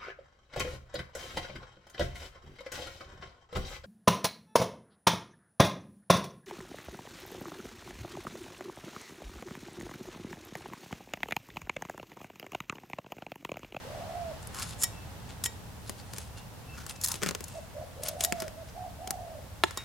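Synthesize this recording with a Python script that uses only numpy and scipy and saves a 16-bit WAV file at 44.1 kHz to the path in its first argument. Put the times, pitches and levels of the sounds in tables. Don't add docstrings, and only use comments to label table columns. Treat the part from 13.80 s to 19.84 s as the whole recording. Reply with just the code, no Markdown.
import sys
import numpy as np
from scipy import signal
from scipy.fft import rfft, irfft
from scipy.io import wavfile
from scipy.ndimage import uniform_filter1d

SR = 44100
rng = np.random.default_rng(int(sys.argv[2]) if len(sys.argv) > 2 else 0)


def bounce(signal):
    frames = np.transpose(np.atleast_2d(signal))
    limited = np.clip(frames, -1, 1)
    pcm = np.round(limited * 32767).astype(np.int16)
    wavfile.write(sys.argv[1], SR, pcm)


N = 266408
T = np.arange(N) / SR

# peak_s, length_s, level_db, foam_db (added to level_db), singing_hz
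STROKES = [(.629, 0.013, -48.5, -23, 7600), (0.673, .005, -45, -20, 11500),
           (0.798, 0.083, -39.5, -12.5, 1290), (0.828, 0.019, -32.5, -13, 4240),
           (.886, .06, -44, -13.5, 4020), (0.929, 0.019, -45.5, -10, 10000), (1.002, .03, -45, -24, 7100),
           (1.026, 0.033, -30, -30, 7200), (1.502, 0.052, -50.5, -8.5, 8100),
           (1.654, .016, -31.5, -25, 7450), (2.084, 0.074, -52, -13, 4100),
           (2.196, 0.044, -49, -11.5, 4460), (2.377, 0.12, -48, -11, 9100),
           (2.582, 0.021, -45.5, -12, 3870), (2.993, 0.081, -53.5, 6, 5640), (3.102, 0.033, -42, -11, 9250),
           (3.161, 0.0098, -46.5, -10.5, 6400), (3.248, .036, -32.5, -26, 6500),
           (3.308, .044, -36, -13.5, 940), (3.358, 0.036, -43.5, -10.5, 10800),
           (3.436, .022, -37.5, 6.5, 1720), (3.476, 0.025, -37.5, 2.5, 2430), (3.703, 0.16, -53, -11, 7900),
           (4.266, 0.061, -39, -11, 9650), (4.431, 0.046, -36.5, -11.5, 9400), (4.609, 0.078, -49, 4, 5500),
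           (4.89, 0.017, -50, -9.5, 6000), (5.89, 0.064, -52, -12, 3500), (5.994, 0.044, -46.5, 1, 2270)]
# pitch_hz, level_db, ring_s (time to fade by 60 dB)
BLADE_TONES = [(942, -8, .1), (1906, -1, .1), (2299, -14, .17), (3090, -6, .07), (3768, -9, .22),
               (4339, -16, .13), (5461, 0, .11), (7009, -7, .11), (7250, -10, .06), (7455, -5, .11),
               (8382, -11, .07), (9238, -13, .07), (10260, -7, .07), (11910, -14, .06), (12920, -14, .07),
               (14200, -18, .06)]


def rubs(steel_db=-9, singing_db=8, push_share=0.43):
    # pitch_hz, level_db
    grit_colour = [(500, -25.5), (900, 10), (1400, -3), (2100, 3), (3200, 3), (4300, 3.5), (6500, 8),
                   (8800, 11), (11000, 12.5), (13000, 0), (16000, -52)]
    # pitch_hz, level_db
    foam_colour = [(70, -11), (160, 8.5), (330, -6), (500, -7), (750, -17), (1500, 5.5), (3000, -23),
                   (5000, -3)]
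    out = np.zeros(N)
    t = np.linspace(-.2, .2, int(.4 * SR))
    pressed = ring([(hz, db, .15 * ring_s) for hz, db, ring_s in BLADE_TONES], 0, count=2000)
    for peak_s, length_s, db, foam_db, singing_hz in STROKES:
        rise_s, fall_s = length_s * push_share, length_s * (1 - push_share)
        pressure = np.exp(-np.abs(t / np.where(t < 0, rise_s, fall_s)) ** 1.18)
        judder = undb(3 * wobble(len(t), 180))
        sand = grains(len(t), 4.2) * judder
        dull_db = 3.42 * max(foam_db + 14.5, 0)
        dulled = [(hz, grit_db - dull_db * max(np.log2(hz / 4000), 0)) for hz, grit_db in grit_colour]
        steel = unit(signal.fftconvolve(sand, pressed)[:len(t)])
        grit = unit(colour(sand, dulled)) + undb(steel_db - dull_db) * steel
        singing = signal.lfilter(*signal.iirpeak(singing_hz, 4, fs=SR), grit)
        singing *= np.sqrt(3000 / singing_hz)
        scrape = unit(grit + undb(singing_db) * singing)
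        foam = unit(colour(grains(len(t), 5.8) * judder, foam_colour))
        add(out, peak_s + t[0], undb(db) * pressure * (scrape + undb(foam_db) * foam))
    return pan(out, 2.1)


def clicks():
    # start_s, level_db, squareness (0 glancing, 1 head-on), clack_hz
    hits = [(0.7461, -38.5, 0.3, 1090), (0.7952, -36.5, 0.11, 7560), (0.8224, -35.5, 0.23, 2200),
            (1.034, -21, 0, 7200), (1.038, -23.5, 0.079, 7300), (1.639, -24.5, 0.24, 7300),
            (1.6596, -26.5, .3, 2880), (2.0956, -32.5, 0.75, 9700), (2.3354, -38.5, 0.68, 9650),
            (2.3834, -33, 0.61, 10100), (3.065, -36, 0.48, 1100), (3.095, -35.5, 0.29, 3160),
            (3.2133, -35.5, .15, 6470), (3.2367, -27.5, 0.032, 5350), (3.244, -22.5, 0, 12900),
            (3.2742, -32.5, 0.39, 13000), (3.284, -27.5, 0.1, 10100), (3.3171, -27.5, .25, 5600),
            (3.342, -34, 0.69, 3130), (3.356, -41, 0.73, 3120), (3.4195, -41.5, 1, 1110),
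            (3.4269, -37.5, 0.93, 1400), (3.4334, -28.5, 0.84, 1900), (3.4624, -33, 0.91, 1900),
            (3.4891, -28.5, 0.72, 4160), (3.51, -36, 0.92, 4400), (3.55, -31, 0.75, 2950),
            (3.607, -39, 0.81, 10100), (3.6408, -36, 0.28, 7300), (3.6815, -42, 0.23, 12000),
            (4.2344, -32, 0, 10000), (4.2845, -26.5, 0.2, 12600), (4.4078, -24, 0.31, 3170),
            (4.4374, -22, 0.13, 7250), (4.4476, -20.5, 0.28, 10300), (4.524, -27, 0.81, 1360),
            (4.602, -33.5, 0.3, 5400), (4.622, -36, 0.9, 10000), (4.681, -40.5, 0.74, 1860),
            (5.275, -35.5, 0.66, 3130), (5.307, -24.5, 0.52, 8950), (5.909, -39, 0.65, 1220),
            (5.9742, -29, 0.46, 1040)]
    # pitch_hz, level_db
    thump = [(80, -16.5), (200, -9.5), (380, -4), (520, -5.5), (800, -17.5), (1200, -13), (2500, -17.5)]
    middle = [(400, -63), (950, 8.5), (1900, 5), (3200, 1.5), (4800, -1.5)]
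    treble = [(1800, -21.5), (3700, 7.5), (5500, 11), (7300, 9.5), (8800, 8.5), (11500, -19)]
    top = [(6000, -35), (9300, 0), (10500, 0), (12800, -2), (14000, -9), (16000, -12)]
    out = np.zeros((2, N))
    for start_s, db, square, clack_hz in hits + stray_grains():
        slip_s = between((0.0032, 0.00076), square)
        rise_s = .0001 + 0.0013 * (1 - square) ** 2
        snap = 1.5 * square
        click = undb(between((-31, 8), square)) * crunch(thump, 0.0052, 0.89)
        click += undb(between((-18, -1), square)) * crunch(middle, slip_s, 1.5 * snap, rise_s)
        click += undb(-3.5) * crunch(treble, slip_s, snap, rise_s)
        click += undb(between((-2.5, -15.5), square)) * crunch(top, slip_s, 0.3 * snap, rise_s)
        clack = [(clack_hz / np.sqrt(2), -9), (clack_hz, 0), (clack_hz * np.sqrt(2), -9)]
        click += undb(-5) * crunch(clack, slip_s, snap, rise_s)
        add(out, start_s - 0.0006 * (1 - square), pan(click * undb(db), between((1.5, 5.5), square)))
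    return out


def stray_grains(count=2, firm_db=-45, squareness=.3):
    chance = rng.standard_normal((len(STROKES), count, 2))
    hits = []
    for (peak_s, length_s, db, _, hz), draws in zip(STROKES, chance):
        if db > firm_db:
            for offset, size in draws:
                grain_db = db - 3 - 8 * abs(offset) + 2 * size
                hits.append((peak_s + length_s * offset / 2, grain_db, squareness, hz))
    return hits


def blade():
    # start_s, level_db, tilt_db (per octave), favoured_hz, boost_db
    releases = [(1.039, -26, .3, 5461, 3), (1.640, -37, 2, 7300, 7), (1.659, -28.5, -1.2, 7455, 3),
                (3.247, -40, 2, 12920, 4), (4.448, -31, 2, 12920, 13), (5.974, -29.5, -2, 3770, 15)]
    out = np.zeros(N)
    for start_s, db, tilt_db, favoured_hz, boost_db in releases:
        tones = [(hz, tone_db + boost_db * np.exp(-(np.log2(hz / favoured_hz) / 0.05) ** 2), ring_s)
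                 for hz, tone_db, ring_s in BLADE_TONES]
        add(out, start_s, undb(db) * ring(tones, tilt_db))
    return pan(out, 1.2)


def knock(start_s=5.837):
    # pitch_hz, level_db
    crack_colour = [(150, -28), (250, -9), (350, 0.5), (500, -6), (700, 0), (1100, -4), (1800, 0),
                    (2300, -8), (4000, -7), (4900, -15), (6500, -26), (11000, -21.5), (16000, -41)]
    # pitch_hz, level_db, ring_s
    handle_tones = [(353, -17, 0.062), (800, -13, 0.12), (892, 13, 0.049), (1890, 4, 0.036),
                    (2730, -17, 0.033), (5280, 3, 0.034), (6370, -6, 0.075), (7060, -5, 0.067),
                    (8420, -11, .09)]
    out = np.zeros(N)
    crack = crunch(crack_colour, .0025, 1.8)
    add(out, start_s, undb(-14.0) * crack)
    add(out, start_s + 0.0006, undb(-22.5) * ring(handle_tones, 0))
    add(out, start_s + 0.0029, undb(-23.5) * crack)
    return pan(out, 2.0)


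def dove(roll_hz=67, bend_hz=30, waver_hz=52, lowest_hz=518):
    # start_s, length_s, climb_s, peak_hz, level_db, roll_before and roll_after the peak (0 to 1)
    coos = [(.035, .497, 0.33, 711.3, -35.5, 0.8, 0), (3.733, 0.071, 0.045, 686, -36.5, 0.5, 0.3),
            (3.938, 0.11, 0.076, 648.5, -36.5, 0.49, 0.9), (4.152, 0.53, 0.33, 715, -35.5, 0.81, .1),
            (4.754, 0.087, 0.034, 693, -42.5, 0.1, 0.13), (4.94, .148, 0.084, 760, -38.5, 0.4, 0.5),
            (5.176, 0.43, 0.13, 751, -38.5, 0.5, 0.56)]
    out = np.zeros((2, N))
    for start_s, length_s, climb_s, peak_hz, level_db, roll_before, roll_after in coos:
        t = T[:int(length_s * SR)]
        remaining_s = length_s - t
        before_s, after_s = np.maximum(climb_s - t, 0), np.maximum(t - climb_s, 0)
        arch_hz = peak_hz - 420 * before_s - 480 * after_s
        slide_hz = 148.7 * np.exp(-t / 0.02007) + 151 * np.exp(-remaining_s / .011)
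        hz = np.maximum(arch_hz - slide_hz, lowest_hz)
        roll = between((roll_before, roll_after), (1 + np.tanh((t - climb_s) / .04)) / 2)
        db = level_db - 17 * before_s - 19 * after_s - 2.5 * roll
        unsteady, waver, strength = (unit(uniform_filter1d(wobble(SR, 300), 150))[:len(t)]
                                     for _ in range(3))
        flutter = 2 * np.pi * np.cumsum(roll_hz * (1 + .24 * unsteady)) / SR
        pulses = (1 + 1.05 * roll * np.cos(flutter)) / np.sqrt(1 + .7 * roll ** 2)
        pulses *= undb(2.2 * roll * strength)
        pitch_hz = hz + roll * (bend_hz * np.sin(flutter) + waver_hz * waver)
        phase = 2 * np.pi * np.cumsum(pitch_hz) / SR
        fade = np.minimum(np.minimum(t / .028, remaining_s / .011), 1)
        right_db = 7.5 - 7 * roll
        voice = np.array([undb(-right_db / 2) * np.sin(phase - .55), undb(right_db / 2) * np.sin(phase)])
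        add(out, start_s, voice * pulses * fade * undb(db))
    return out + echoes(out.mean(axis=0), .4, -9, [(200, 0), (16000, 0)])


def far_bird(sag_hz_per_s=260):
    # start_s, length_s, start_hz, level_db
    whistles = [(1.108, .15, 2690, -61), (2.55, 0.1, 2790, -62), (2.872, 0.11, 2670, -56.5),
                (3.07, 0.21, 2650, -64), (3.592, 0.27, 2730, -66)]
    out = np.zeros(N)
    for start_s, length_s, start_hz, db in whistles:
        progress = np.linspace(0, 1, int(length_s * SR))
        waver, flicker = (wobble(len(progress), 500) for _ in range(2))
        hz = start_hz - sag_hz_per_s * length_s * progress + 22 * waver
        swell = np.sqrt(progress * (1 - progress)) * undb(3.5 * flicker)
        add(out, start_s, undb(db) * unit(swell * np.sin(2 * np.pi * np.cumsum(hz) / SR)))
    return out + echoes(out, 0.53, -35, [(200, 0), (16000, 0)])


def traffic(level_db=-47):
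    # pitch_hz, level_db
    noise_colour = [(12, -37), (20, -17), (86, 0.5), (228, -13), (357, -20.5), (485, -16.5), (527, -17.5),
                    (849, -17), (1220, -22.5), (1910, -25.5), (2390, -29), (2670, -27.5), (2910, -28.5),
                    (14700, -37), (16000, -40)]
    # time_s, rumble_db, wash_db
    swells = [(0, 1, 5.5), (.8, 3, 3), (2.1, 1.66, -0.5), (6.04, 0, -1.4)]
    time_s, *columns = np.transpose(swells)
    rumble_db, wash_db = (np.interp(T, time_s, column) for column in columns)
    hz = np.arange(N // 2 + 1) * SR / N
    shape = undb(spectrum_db(noise_colour, hz))
    # pitch_hz, width_db
    widths = [(60, -15), (120, -6.0), (250, -2.5), (700, -5.0), (1500, -2), (8000, -1), (15000, 0.5)]
    width = undb(spectrum_db(widths, hz))
    centre, side = rfft(rng.standard_normal((2, N)))
    air = np.array([centre + width * side, centre - width * side]) * unit(shape)
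    low = 1 / (1 + (hz / 350) ** 2)
    high = 1 / (1 + (6500 / (hz + 1)) ** 3)
    rumble = pan(irfft(air * low, N), -0.88) * undb(rumble_db)
    wash = irfft(air * (1 - low - high), N) * undb(wash_db)
    hiss = irfft(air * high, N)
    return undb(level_db) * (rumble + wash + hiss)


def crunch(points, decay_s, snap, rise_s=1e-5, count=3000):
    t = T[:count]
    spray = grains(count, 3.3) * np.exp(-t / decay_s) * (1 - np.exp(-t / rise_s))
    spray /= np.linalg.norm(spray)
    spray[0] += snap
    return blow(colour(spray, points))


def grains(count, spread_db):
    return rng.standard_normal(count) * undb(spread_db * np.minimum(rng.exponential(size=count), 6))


def ring(tones, tilt_db, count=16000):
    t = T[:count]
    return blow(sum(undb(db + tilt_db * np.log2(hz / 1000) - 60 * t / ring_s) * np.sin(2 * np.pi * hz * t)
                    for hz, db, ring_s in tones))


def echoes(x, ring_s, db, points):
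    t = T[:SR // 2]
    fade = undb(-60 * t / ring_s) * (1 - np.exp(-20 * t / ring_s))
    tails = [colour(rng.standard_normal(len(t)) * fade, points) for _ in range(2)]
    return undb(db) * np.array([signal.fftconvolve(x, tail / np.linalg.norm(tail))[:N] for tail in tails])


def colour(x, points, size=2048):
    hz = np.arange(size // 2 + 1) * SR / size + 1
    octaves_outside = np.maximum(0, np.maximum(np.log2(points[0][0] / hz), np.log2(hz / points[-1][0])))
    cepstrum = irfft(np.log(undb(spectrum_db(points, hz) - 10 * octaves_outside)))
    cepstrum[1:size // 2] *= 2
    cepstrum[size // 2 + 1:] = 0
    return signal.fftconvolve(x, irfft(np.exp(rfft(cepstrum))))[:len(x)]


def spectrum_db(points, hz):
    pitch_hz, level_db = np.transpose(points)
    return np.interp(np.log(hz + 1e-3), np.log(pitch_hz), level_db)


def wobble(count, smooth_samples):
    return unit(uniform_filter1d(rng.standard_normal(count), smooth_samples))


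def undb(db):
    return 10 ** (np.asarray(db) / 20)


def unit(x):
    return x / np.sqrt(np.mean(x ** 2))


def blow(x):
    return x * np.sqrt(.003 * SR / np.sum(x ** 2))


def between(ends, share):
    return ends[0] + share * (ends[1] - ends[0])


def pan(x, db):
    return undb(np.array([[db], [-db]]) / 2) * x


def add(out, start_s, x):
    i = max(int(start_s * SR), 0)
    out[..., i:i + x.shape[-1]] += x[..., :N - i]


def scene():
    tool = clicks() + rubs() + blade() + knock()
    near = echoes(tool.mean(axis=0), 0.019, -4, [(200, 4.5), (2000, -13.5), (8000, -7), (14000, -0.5)])
    walls = echoes(tool.mean(axis=0), 0.38, -21.0, [(200, -29), (2000, -8), (7000, -11.5), (15000, -15)])
    return tool + near + walls + dove() + far_bird() + traffic()


def record(dry):
    return signal.sosfilt(signal.ellip(10, .2, 80, 16000, fs=SR, output="sos"), dry)


dry = scene()
out = record(dry)
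bounce(out)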